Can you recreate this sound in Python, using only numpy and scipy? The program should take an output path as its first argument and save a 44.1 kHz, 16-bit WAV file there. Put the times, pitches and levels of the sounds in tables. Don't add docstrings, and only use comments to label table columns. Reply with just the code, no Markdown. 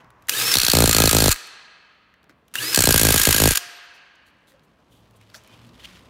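import sys
import numpy as np
from scipy import signal
from scipy.fft import rfft, irfft
from scipy.io import wavfile

SR = 44100
rng = np.random.default_rng(int(sys.argv[2]) if len(sys.argv) > 2 else 0)


def boost_factor(decibels):
    exponent = np.asarray(decibels, float) / 20
    return 10 ** exponent


def digitize_waveform(pressure):
    field = np.atleast_2d(pressure).T
    bounded = np.clip(field, -1, 1)
    quanta = np.round(bounded * 32767).astype(np.int16)
    wavfile.write(sys.argv[1], SR, quanta)


N = 268915


def rms_one(x):
    return x / np.sqrt(np.mean(x ** 2) + 1e-20)


def at_hz(points, hz):
    table_hz, values = np.transpose(points)
    return np.interp(np.log(hz + 1), np.log(table_hz), values)


def in_time(rows, silent_db=-140):
    s, *columns, level = np.transpose(rows)
    t = np.arange(N) / SR
    return [np.interp(t, s, c) for c in columns] + [np.interp(t, s, level, silent_db, silent_db)]


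def coloured(spectrum):
    hz = np.arange(N // 2 + 1) * SR / N
    white = rfft(rng.standard_normal(N))
    return rms_one(irfft(white * boost_factor(at_hz(spectrum, hz)), N))


def two_tone():
    middle = coloured([(500, -32.5), (1200, -3.5), (5000, -8.0), (7000, -14.0), (9000, -53.0)])
    treble = coloured([(4000, -36.5), (6000, -4.5), (12000, -5.0), (16000, -12.0)])
    return middle, treble


def drift(rate):
    r = np.exp(-2 * np.pi * rate / SR)
    return rms_one(signal.lfilter([1], [1, -2 * r, r * r], rng.standard_normal(N + SR))[SR:])


def resonate(x, hz, width_hz):
    r = np.exp(-np.pi * width_hz / SR)
    top = (1 - r * r) / 2
    return signal.lfilter([top, 0, -top], [1, -2 * r * np.cos(2 * np.pi * hz / SR), r * r], x + 1e-18)


def bursts(times, gains, rise_s, fall_s):
    clicks = np.zeros(N)
    clicks[(np.asarray(times) * SR).astype(int)] = gains
    t = np.arange(int(.06 * SR)) / SR
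    shape = (1 - np.exp(-t / rise_s)) * np.exp(-t / fall_s)
    return signal.fftconvolve(clicks, shape / shape.max())[:N]


def wavering(rows, rough_db):
    out, flutter, wobble = np.zeros(N), boost_factor(rough_db * drift(51)), drift(30)
    for start, end, first_hz, last_hz, db in rows:
        i, j = int(start * SR), int(end * SR)
        part = np.linspace(0, 1, j - i)
        hz = (first_hz + (last_hz - first_hz) * part) * (1 + .009 * wobble[i:j])
        tone = np.sin(2 * np.pi * np.cumsum(hz) / SR)
        out[i:j] += boost_factor(db + 2.5) * np.sin(np.pi * part) ** 0.54 * flutter[i:j] * tone
    return out


# frequency in Hz, level in dB per Hz.
EARLIER_TAIL = [(180, -33.5), (300, -13.5), (636, -13), (1010, -3), (2610, -19.5), (3920, -33), (5980, -32),
                (7000, -37.5), (9100, -60.5), (15400, -120)]


def earlier_burst():
    return boost_factor(-56.5 - 15 * np.arange(N) / SR) * coloured(EARLIER_TAIL)


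# time in seconds, shop air in dB, rustle in dB.
BACKGROUND = [(0, -55.5, -67), (.1, -64.5, -92), (.3, -60, -66), (.55, -47, -53), (1.5, -68, -77),
              (2.1, -69, -89), (2.3, -62, -89), (2.5, -64.5, -74.5), (2.65, -51, -53.5), (3.7, -74.5, -74),
              (4.2, -67.5, -79), (4.5, -63, -74), (4.95, -60.5, -72.5), (5.3, -61.5, -64),
              (5.55, -56, -57.5), (5.7, -56.5, -66.5), (5.87, -56.5, -52), (6.1, -55, -62.5)]
# frequency in Hz, level in dB per Hz.
RUMBLE = [(88, -29.5), (150, -1.5), (263, -3.5), (371, -8.5), (635, -8.5), (769, -13), (1060, -10),
          (1240, -14), (2160, -29), (4000, -35), (5200, -55.5), (8800, -120)]
RUSTLE = [(470, -34.5), (800, -11.5), (1550, -2.5), (3100, -1), (15100, -23.5), (16500, -41.5)]
HUM = [(20, -32), (45, -16), (60, -2.5), (85, -6), (115, -2), (150, -24), (250, -47)]
# start in seconds, end in seconds, change in dB.
HUM_SWELLS = [
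    (0.048, .3, 7.5),
    (0.368, 0.536, -8),
    (2.58, 2.753, -12),
    (4.9, 5.297, 3.5),
    (5.3, 6.194, 3),
]
# start in seconds, end in seconds, first pitch in Hz, last pitch in Hz, level in dB.
DRONES = [(.04, .13, 127, 118, -58), (.15, .25, 121, 119, -63), (.36, .53, 125, 122, -45.5),
          (2.57, 2.68, 122, 123, -47.5), (2.66, 2.76, 118, 127, -52), (4.89, 5.06, 118, 113.4, -61),
          (5.07, 5.33, 111.7, 103, -60.5), (5.3, 5.45, 103, 120, -62.5), (5.48, 5.72, 110.5, 122, -55),
          (5.56, 5.8, 223, 247, -59.5), (5.68, 5.86, 120.5, 124, -64), (5.85, 5.98, 183, 180, -57.5),
          (4.5, 4.6, 531, 523, -64.5), (5.43, 5.58, 3080, 3020, -66), (5.46, 5.57, 2470, 2450, -63.5)]
HUM_BELOW_AIR_DB, HUM_FADE_S, SHOP_DRONE_DB = -7, .05, -82


def background():
    air_db, rustle_db = in_time(BACKGROUND, silent_db=-60)
    t = np.arange(N) / SR
    swell_db = sum(db * np.clip(np.minimum(t - start, end - t) / HUM_FADE_S + .5, 0, 1)
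                   for start, end, db in HUM_SWELLS)
    rumble = boost_factor(air_db + 0.59 * drift(4.7)) * coloured(RUMBLE)
    hum = boost_factor(air_db + HUM_BELOW_AIR_DB + swell_db + 1.5 * drift(4)) * coloured(HUM)
    far_colour = [(30, -29.5), (48, 2.0), (80, 0.5), (110, -34.5)]
    far = boost_factor(SHOP_DRONE_DB + 1.5 * drift(5)) * coloured(far_colour)
    rustle = boost_factor(rustle_db + 1.1 * drift(25) + 2.6 * drift(300)) * coloured(RUSTLE)
    return rumble + hum + far + wavering(DRONES, rough_db=3.0) + rustle


# middle in seconds, level in dB, colour in Hz, treble in dB, length in seconds.
BRUSHES = [(.005, -57, 2500, -24, 0.017), (1.47, -55, 8850, 1, .015), (1.544, -62, 111, -44, 0.033),
           (3.65, -64, 119.2, -40, .08), (2.3, -61.5, 1600, -30, 0.054), (2.301, -52, 340, -32, 0.023),
           (3.946, -62, 4900, -7, 0.057), (4.155, -67, 6000, -11, 0.013), (4.27, -68.5, 4050, -0.5, 0.067),
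           (4.487, -65, 3650, -0.5, 0.078), (4.543, -61.5, 564, -31, 0.054), (4.638, -78.5, 3960, 6, 0.05),
           (4.932, -65.5, 3230, -3, 0.16), (5.163, -66.5, 8700, 1, .03), (5.352, -52, 4550, -7, 0.04),
           (5.353, -56, 1510, -22, 0.08), (5.354, -52.5, 680, -29, 0.041), (5.538, -57, 3060, -18, 0.04),
           (5.669, -63.5, 4280, -2, 0.029), (5.353, -57, 5630, -14, 0.083), (5.803, -53, 3270, -18, 0.055),
           (5.847, -45, 2940, -29, 0.03), (5.848, -46, 2920, -33, 0.024)]


def brushes():
    t, (middle, treble), white = np.arange(N) / SR, two_tone(), rng.standard_normal(N)
    out = 0
    for s, db, hz, treble_db, length in BRUSHES:
        body = rms_one(resonate(white, hz, hz * 0.2)) + 0.16 * middle + boost_factor(treble_db) * treble
        swish = np.exp(-(np.where(t < s, 6.0, 2) * (t - s) / length) ** 2)
        out = out + boost_factor(db) * swish * body
    return out * boost_factor(2.2 * drift(270))


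# time in seconds, peak in dB, colour in Hz, treble in dB, 60 dB decay in seconds.
TOOL_TICKS = [(.271, -45, 5000, 8, .015), (0.2832, -30, 2564, 4, 0.03), (.2862, -18, 2000, 5, .03),
              (0.2940, -8, 2500, 9, 0.014), (0.2942, -9, 4800, 8, 0.014), (.2962, -16, 5500, 8, .025),
              (0.5156, -10, 5100, 4, 0.16), (1.2724, -13, 4150, 5, 0.075), (1.3062, -20, 3300, 8, 0.06),
              (1.3605, -22, 1710, -3, 0.017), (2.539, -31, 3004, 1, 0.03), (2.5546, -12, 1690, 4, 0.018),
              (2.5548, -13, 3470, -2, 0.018), (2.5392, -30, 9000, 8, .025), (3.5728, -8, 4250, -15, .03)]
# time in seconds, peak in dB, colour in Hz, treble in dB.
HAND_TICKS = [(0.0446, -42.5, 1660, -29), (0.104, -40, 1510, -3), (0.223, -41, 1530, 1),
              (2.14, -43, 1950, -26.5), (2.2418, -43.5, 1520, -9), (2.2952, -36.5, 1604, -22.5),
              (2.4814, -48.5, 2980, 7), (2.5147, -54.5, 3000, -1), (2.23, -51, 3500, -1.5),
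              (4.472, -53.5, 3540, 1.5), (4.5196, -44, 1790, -18), (4.5943, -48, 3770, -18),
              (5.1088, -49, 1552, 3), (5.2122, -44, 2030, 0), (5.3004, -43, 4430, -7.5),
              (5.343, -32, 1520, -13), (5.3445, -33, 4800, -9), (5.3501, -32.5, 5000, -8),
              (5.349, -32, 1500, -20), (5.3575, -37, 5500, -10), (5.362, -37, 6300, -12),
              (5.437, -47, 7000, 3), (5.475, -42, 2410, 4), (5.648, -40.5, 3090, -10.5),
              (5.6914, -42, 4200, -21), (5.797, -38.5, 1880, -15), (5.8376, -32, 3080, -26),
              (5.843, -31.5, 2600, -27), (5.8476, -38, 3000, -20), (5.855, -39, 3280, -18),
              (5.888, -41, 3200, -15), (5.952, -39, 3100, -15), (5.993, -41, 3800, -9)]
HAND_T60_S = 0.02


def ticks():
    out, (middle, treble) = np.zeros(N), two_tone()
    t = np.arange(SR // 10) / SR
    for s, db, hz, treble_db, t60 in TOOL_TICKS + [(*row, HAND_T60_S) for row in HAND_TICKS]:
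        i = int(s * SR)
        here = slice(i, i + len(t))
        decay = boost_factor(-60 * t / max(t60, .004)) + 1.1 * np.exp(-t / 0.00068)
        fall = boost_factor(db - 15.5) * decay * (1 - np.exp(-t / 0.0002))
        puff = middle[here] * fall
        puff[4] += 5 * boost_factor(db - 15.5)
        body = 0.83 * puff + 3.1 * resonate(puff, hz, hz * 0.24)
        out[here] += body + boost_factor(treble_db) * treble[here] * fall
    return out


# first blow in seconds, settled gap in ms, creep in ms per blow squared,
# head start in ms, blows to settle.
BURSTS = [
    (.53955, 17.62, .01136, 22.64, 6.7),
    (2.7453, 18.31, .0034, 27.19, 5.94),
]
BLOWS_PER_BURST = 42
# time in seconds, crack in dB.
FORCE = [(.54, -8), (.62, -14), (.7, -10.5), (.9, -9.5), (1.26, -11), (2.745, -9.5), (2.93, -8.5),
         (3.07, -10), (3.2, -9.5), (3.475, -10)]
# time in seconds, crack in dB, jolt height.
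STRAYS = [(1.2796, -12.4, .22), (1.2905, -15, .02), (1.306, -21, 0), (1.3142, -9.5, 0), (1.3178, -13, 0),
          (1.3253, -13.2, 0), (2.7325, -26, 0), (3.4878, -12, 0), (3.5075, -11.5, -.07), (3.5178, -16.5, 0),
          (3.527, -23, 0), (3.5345, -24, 0), (3.5525, -22, 0), (3.5555, -14, 0), (3.5723, -11, 0)]
STRAY_DELAY_MS = 1.1
# first blow in seconds, number of
# blows, first signed height, last height, delay in ms.
FIRST_ROCKING = [(.554, 2, -.05, .06, .7), (.632, 1, -.04, 0, 1.1), (.683, 1, .05, 0, .6),
                 (.734, 3, -.17, .24, 1.3), (.786, 4, .23, .25, .67), (.857, 1, .06, 0, 1.1),
                 (.875, 4, .17, .02, .7), (.947, 4, .09, .21, 1.05), (1.02, 1, .13, 0, 1.07),
                 (1.037, 3, .19, .15, .8), (1.11, 3, -.05, .26, 1.25), (1.166, 2, .18, .12, 1.2),
                 (1.202, 2, .16, .2, .3), (1.24, 2, .15, .25, .95)]
SECOND_ROCKING = [(2.774, 3, -.15, .1, .6), (2.838, 1, -.11, 0, 1.4), (2.872, 2, .2, .15, 1.2),
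                  (2.907, 1, -.14, 0, 1.5), (2.942, 2, .22, .13, .6), (2.977, 2, .04, .07, .6),
                  (3.013, 3, -.13, .22, .45), (3.069, 3, .17, .16, 1.05), (3.141, 2, -.15, .11, .7),
                  (3.197, 1, .055, 0, .7), (3.27, 3, -.25, .08, .75), (3.345, 3, -.07, .04, .9),
                  (3.4, 1, .14, 0, .93), (3.418, 4, -.25, .23, .95)]
# one run, in dB.
FIRST_BITE_DB = [0.1, 0.1, 0.091, 0.1, 0.95, 0.1, 0.1, 0.1, 0.1, 0.1, 0.1, 0.1, 0.1, 0.1]
SECOND_BITE_DB = [0.14, 0.1, 0.1, 0.1, 0.1, 0.1, 0.1, 0.1, 0.1, 0.1, 0.15, 0.1, 0.1, 0.1]


def blows():
    k = np.arange(BLOWS_PER_BURST)
    s = np.concatenate([first + (gap * k + creep * k ** 2 - lead * (1 - np.exp(-k / settle))) / 1000
                        for first, gap, creep, lead, settle in BURSTS])
    height, delay_ms, bite_db = np.zeros((3, len(s)))
    for (first, count, start, end, ms), db in zip(FIRST_ROCKING + SECOND_ROCKING,
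                                                  FIRST_BITE_DB + SECOND_BITE_DB):
        turn = np.arange(count)
        run = np.argmin(abs(s - first)) + turn
        height[run] = np.sign(start) * np.linspace(abs(start), end, count) * (-1) ** turn
        delay_ms[run], bite_db[run] = ms, db
    regular = np.transpose([s, np.interp(s, *np.transpose(FORCE)), height, delay_ms, bite_db])
    rows = np.concatenate([regular, [(*row, STRAY_DELAY_MS, 0) for row in STRAYS]])
    return rows[np.argsort(rows[:, 0])]


SEATED_S = .73, 2.9


def stage(s):
    return np.searchsorted([SEATED_S[0], 2, SEATED_S[1]], s)


# start in seconds, first mesh in Hz, top mesh in Hz,
# time constant in seconds, slowness of the start.
SPIN_UPS = [
    (.305, 2880, 5420, .059, 1.15),
    (2.558, 3560, 5215, .074, 1.8),
]
# mesh in Hz, level in dB.
WHINE = [(3000, -54), (4250, -46), (4550, -31), (5250, -27.5), (5400, -22.5)]
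LOAD_SAG_HZ, LOAD_SAG_S = 480, 0.016


def spin_up(engage, start, first_hz, top_hz, lag, bend):
    t = np.arange(N) / SR
    free_hz = top_hz - (top_hz - first_hz) * np.exp(-(np.clip(t - start, 0, 1) / lag) ** bend)
    sag = np.clip(1 - (engage - t) / LOAD_SAG_S, 0, 1)
    whine_db = np.where((t > start) & (t < engage), at_hz(WHINE, free_hz) - 4 * sag, -140)
    return free_hz - LOAD_SAG_HZ * sag, whine_db


# time in seconds, level in dB.
RASP = [
    [(.284, -41.5), (.3, -33), (.33, -29.5), (.4, -23), (.52, -22.5), (.55, -24), (1.28, -21),
     (1.33, -16.5), (1.345, -29.5)],
    [(2.54, -38), (2.6, -31), (2.73, -27.5), (2.78, -24), (3.2, -18.5), (3.5, -22), (3.54, -26),
     (3.58, -31), (3.595, -41)],
]
# frequency in Hz, level in dB per Hz.
RASP_COLOUR = [(59, -32), (100, -9.5), (157, -19), (338, -4.5), (615, -14.5), (1350, -6.5), (3780, -2.5),
               (5210, -6.5), (5920, -4.5), (14500, -6.5), (15500, -8.5), (16500, -46)]
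# start in seconds, end in seconds, first pitch in Hz, last pitch in Hz, level in dB.
TUGS = [(.296, .306, 2400, 3000, -31), (.316, .329, 2480, 2720, -28), (.329, .346, 2850, 3350, -30),
        (.362, .39, 3650, 3780, -33), (.335, .385, 1600, 1820, -34), (.395, .425, 3950, 4100, -34),
        (.435, .465, 4200, 4300, -32), (.44, .535, 2500, 2580, -36), (.518, .548, 2150, 1930, -25),
        (2.559, 2.572, 2680, 2900, -28), (2.579, 2.595, 2720, 2980, -25), (2.606, 2.62, 3430, 3580, -34),
        (2.597, 2.645, 1630, 1850, -30), (2.63, 2.7, 1830, 2070, -38), (2.675, 2.7, 4120, 4180, -33),
        (2.61, 2.75, 285, 350, -41)]
# multiple of the mesh pitch, level in dB.
MOTOR_ORDERS = [(.8, -3.0), (.4, -2.5)]
# frequency in Hz, level in dB.
HOUSING = [(1450, -20.5), (1700, -5), (2100, -5.5), (2500, -4.5), (2900, -9), (3400, 1.5), (4300, 1.5)]
COMMUTATOR_DB = -43
LULL_DEPTH, LULL_AFTER_S = .55, .007


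def motor():
    t = np.arange(N) / SR
    rasp = sum(boost_factor(in_time(rows)[0]) for rows in RASP) * boost_factor(0.86 * drift(60) + 1.9 * drift(700))
    rasp = rasp * np.clip(1 - bursts(blows()[:, 0] + LULL_AFTER_S, LULL_DEPTH, .005, .006), 0, 1)
    out = rasp * coloured(RASP_COLOUR)
    spokes = 1.9 * resonate(out, 1620, 40) + 1.2 * resonate(out, 1270, 60) + 1.1 * resonate(out, 2570, 60)
    out += spokes + 1.3 * resonate(out, 6810, 70) * (t > SEATED_S[1])
    out += boost_factor(-3) * wavering(TUGS, rough_db=4.0)
    for burst, row in zip(BURSTS, SPIN_UPS):
        mesh_hz, whine_db = spin_up(burst[0], *row)
        free = whine_db > -100
        mesh_turn = 2 * np.pi * np.cumsum(mesh_hz * (1 + 0.004 * drift(90))) / SR
        out += boost_factor(whine_db + 2.1 * drift(60)) * np.sin(mesh_turn)
        out += 1.4 * free * resonate(out, 480, 40)
        rotor_turn = 2 * np.pi * np.cumsum(mesh_hz * .065) / SR
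        out += boost_factor(whine_db - 21.5 + 1.7 * drift(25)) * np.sin(rotor_turn)
        for k, db in MOTOR_ORDERS:
            turn = 2 * np.pi * np.cumsum(k * mesh_hz * (1 + 0.0082 * drift(80))) / SR
            level_db = COMMUTATOR_DB + db + at_hz(HOUSING, k * mesh_hz) + 1.8 * drift(60)
            out += free * boost_factor(level_db) * np.sin(turn)
    return out


# one stage of stage(), in
# dB.
SCRAPE_DB = [-27.5, -32, -31, -28.5]
SCRAPE_TREBLE_DB = [-1, -6, -6, -4]
SCRAPE_LEAD_S, SCRAPE_HZ = .0042, 2700


def cam_scrape():
    s = blows()[1:, 0]
    db = np.array(SCRAPE_DB)[stage(s)] + 2.7 * rng.standard_normal(len(s))
    treble_db = np.array(SCRAPE_TREBLE_DB)[stage(s)]
    middle, treble = two_tone()
    scrape = middle * bursts(s - SCRAPE_LEAD_S, boost_factor(db), .002, .003)
    hiss = treble * bursts(s - SCRAPE_LEAD_S, boost_factor(db + treble_db), .004, .003)
    first_loose = scrape * (np.arange(N) < SEATED_S[0] * SR)
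    socket = 1.2 * resonate(scrape, SCRAPE_HZ, 900) + 1.2 * resonate(scrape, 1600, 200)
    return .7 * scrape + hiss + socket + 2.2 * resonate(first_loose, 4300, 350)


# frequency in Hz, level in dB per Hz.
CRACK_COLOUR = [(530, -24), (900, -16), (1630, -4), (1960, -6.5), (3600, -7), (4220, -2), (6230, -4),
                (11900, -7.5), (15500, -8.5), (16500, -33.5)]
# frequency in Hz, width in Hz, level in dB.
FIRST_LOOSE = [(1300, 90, -13), (1610, 80, -13.5), (3250, 300, -5), (4250, 260, 6.5), (4600, 200, -3),
               (5700, 220, -6), (6700, 400, -5), (7450, 200, -5), (8800, 140, -8), (9150, 140, -7),
               (9900, 200, -10), (11250, 140, -12), (13850, 210, -8), (14450, 300, -9)]
FIRST_SEATED = [(1260, 60, -5.5), (1390, 60, -6), (1640, 55, -8), (2555, 60, -9.5), (2950, 150, -7),
                (4220, 300, 6), (5700, 300, -6), (6970, 150, 1.5), (7400, 260, 2), (8180, 250, -1),
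                (8880, 400, 1), (11050, 400, -4), (11750, 200, -6), (12570, 190, -7)]
SECOND_LOOSE = [(1612, 60, -4), (2570, 90, -8), (3020, 150, -7), (4400, 220, 1), (4100, 200, -4),
                (6850, 200, 2.5), (7100, 250, 1.5), (7650, 200, 0), (8050, 150, -2), (8550, 180, 1),
                (9150, 200, -2), (11900, 900, -2), (14200, 500, -6)]
SECOND_SEATED = [(1615, 55, -4), (2570, 80, -11), (3000, 800, -2.5), (4400, 130, -4), (6810, 90, 0),
                 (7060, 240, 1.5), (7700, 300, -4), (8680, 240, 1.5), (9140, 130, -2), (9850, 500, 1),
                 (10500, 250, -3), (11300, 200, -3), (11900, 420, 3.5), (12270, 160, -2)]
# one stage of stage(), in dB.
RATTLE_DB = [-19, -11, -9, -9]
FORCE_SCATTER_DB = 0.8
REPEAT_SHARE = .72
LOW_MODE_LAG_S, LOW_MODE_HZ, REBOUND_S = .0007, 5000, .0062


def hammer():
    s, db = blows().T[:2]
    s = s + .0002
    starts, rattle = (s * SR).astype(int), boost_factor(np.array(RATTLE_DB)[stage(s)])
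    chatter = coloured(CRACK_COLOUR) * boost_factor(1.9 * drift(900))
    chatter = chatter * (bursts(s, 0.78, 0.00015, 0.0007) + bursts(s, rattle, 0.0009, 0.003))
    latest = np.maximum(np.searchsorted(starts, np.arange(N), "right") - 1, 0)
    since = np.clip(np.arange(N) - starts[latest], 0, SR // 10 - 1)
    habit = rng.standard_normal((2, SR // 10))[latest % 2, since]
    strike = REPEAT_SHARE * habit + np.sqrt(1 - REPEAT_SHARE ** 2) * rng.standard_normal(N)
    ringing = 0
    for number, modes in enumerate((FIRST_LOOSE, FIRST_SEATED, SECOND_LOOSE, SECOND_SEATED)):
        on_nut = stage(s) == number
        luck = rng.standard_normal((len(s), len(modes)))
        contact = bursts(s, 0.57 * on_nut, 0.0003, 0.0008)
        push = strike * (contact + bursts(s, .5 * rattle * on_nut, 0.0015, 0.003))
        push[starts + 12] += 5.1 * on_nut
        late = np.roll(push, int(LOW_MODE_LAG_S * SR)) + 0.1 * np.roll(push, int(REBOUND_S * SR))
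        for k, (hz, width_hz, mode_db) in enumerate(modes):
            drive, scatter_db = (late, 1) if hz < LOW_MODE_HZ else (push, 1.8)
            share = boost_factor(mode_db + 8 + scatter_db * luck[latest, k])
            mode = resonate(share * drive, hz, width_hz)
            ringing = ringing + mode * np.sqrt(300 / width_hz) * (-1) ** k
    both = chatter + ringing
    energy = np.array([np.sqrt(np.mean(both[i:i + SR // 200] ** 2)) for i in starts])
    gain = (boost_factor(db - 1.0 + FORCE_SCATTER_DB * rng.standard_normal(len(s))) / energy)[latest]
    return chatter * gain, ringing * gain


# frequency in Hz, level in dB, 60 dB decay in seconds,
# heard from in seconds, waver in dB.
RINGS = [
    (705, -47, 1.35, 3.545, 1.5),
    (11815, -55, .5, 3.67, 4),
]


def rings():
    t, out = np.arange(N) / SR, 0
    for hz, db, t60, s, waver_db in RINGS:
        level = boost_factor(db - 60 * np.maximum(t - s, 0) / t60 + waver_db * drift(14))
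        out = out + level * np.clip((t - s) / .02, 0, 1) * np.sin(2 * np.pi * hz * t)
    return out


# ms after the start, log width, height, extra dB when upward.
JOLT_SWELLS = [
    (1.15, 1, 1.1, 0.5),
    (3, 0.9, 1.31, -1.5),
    (15.1, 0.31, 0.93, 0.7),
    (30.8, 0.58, 0.21, 2.5),
]
JOLT_TURNS, JOLT_BEND, JOLT_START = 8.1, .1632, .769
JOLT_JITTER_MS, JOLT_SCATTER_DB = .2, 1.5


def jolts():
    out = np.zeros(N)
    rows = blows()
    for (s, db, height, delay_ms, bite_db), luck in zip(rows, rng.standard_normal((len(rows), 2))):
        delay_ms, bite_db = delay_ms + JOLT_JITTER_MS * luck[0], bite_db + JOLT_SCATTER_DB * luck[1]
        i = int(s * SR)
        ms = np.maximum(np.arange(i, i + SR // 12) / SR * 1000 - s * 1000 - delay_ms, 1e-4)
        swell = 0
        for at_ms, width, size, up_db in JOLT_SWELLS:
            gain = size * boost_factor(up_db * np.sign(height) + bite_db * (at_ms < 6))
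            swell = swell + gain * np.exp(-(np.log(ms / at_ms) / width) ** 2)
        sweep = np.sin(2 * np.pi * JOLT_TURNS * (ms / 10) ** JOLT_BEND + JOLT_START)
        out[i:i + len(ms)] += height * swell * sweep
    return out - 0.39 * resonate(out, 335, 110)


# frequency in Hz, 60 dB decay in seconds.
HALL_T60 = [(150, 0.7), (500, 2.3), (1300, 2.38), (2500, 2.2), (4500, 1.15), (9000, 0.52), (15000, 0.27)]
# frequency in Hz, level in dB.
HALL_COLOUR = [(150, -13), (600, 1.5), (1500, -3.5), (4000, -2.5), (8000, -0.5), (16000, 2)]


def hall(x):
    t, tail = np.arange(int(2.5 * SR)) / SR, 0
    edges = 100 * 2 ** np.arange(0, 7.6, .5)
    for low, high in zip(edges, edges[1:]):
        sos = signal.butter(2, [low, high], "band", fs=SR, output="sos")
        band = signal.sosfilt(sos, rng.standard_normal(len(t)))
        hz = np.sqrt(low * high)
        tail = tail + band * boost_factor(at_hz(HALL_COLOUR, hz) - 60 * t / at_hz(HALL_T60, hz))
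    tail = tail * (1 - np.exp(-t / 0.0038))
    return signal.fftconvolve(x, tail / np.sqrt(np.sum(tail ** 2)))[:N]


# frequency in Hz, width in Hz, level in dB.
WHEEL_TAIL = [(1247, 16, -6.5), (1530, 20, -3.5), (1780, 32, -0.5), (2600, 27, -2), (4410, 140, -3.5)]
HALL_DB = -20


def scene():
    chatter, ringing = hammer()
    rest = motor() + ticks() + cam_scrape()
    low_ringing = signal.sosfilt(signal.butter(4, 5200, fs=SR, output="sos"), ringing)
    wet = boost_factor(HALL_DB) * hall(boost_factor(1.5) * chatter + 0.73 * low_ringing + rest)
    wet += sum(boost_factor(db - 2) * resonate(wet, hz, width_hz) for hz, width_hz, db in WHEEL_TAIL)
    return (background() + earlier_burst() + brushes() + rest + chatter + ringing + rings() + wet)[None]


def low_pass(x):
    return signal.sosfilt(signal.butter(12, 16970, fs=SR, output="sos"), x)


def record(dry):
    x = .67 * np.tanh((dry + jolts()) / .62)
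    x = signal.sosfilt(signal.ellip(9, .5, 48, 15790, fs=SR, output="sos"), x)
    return low_pass(x)


dry = scene()
out = record(dry)
digitize_waveform(out)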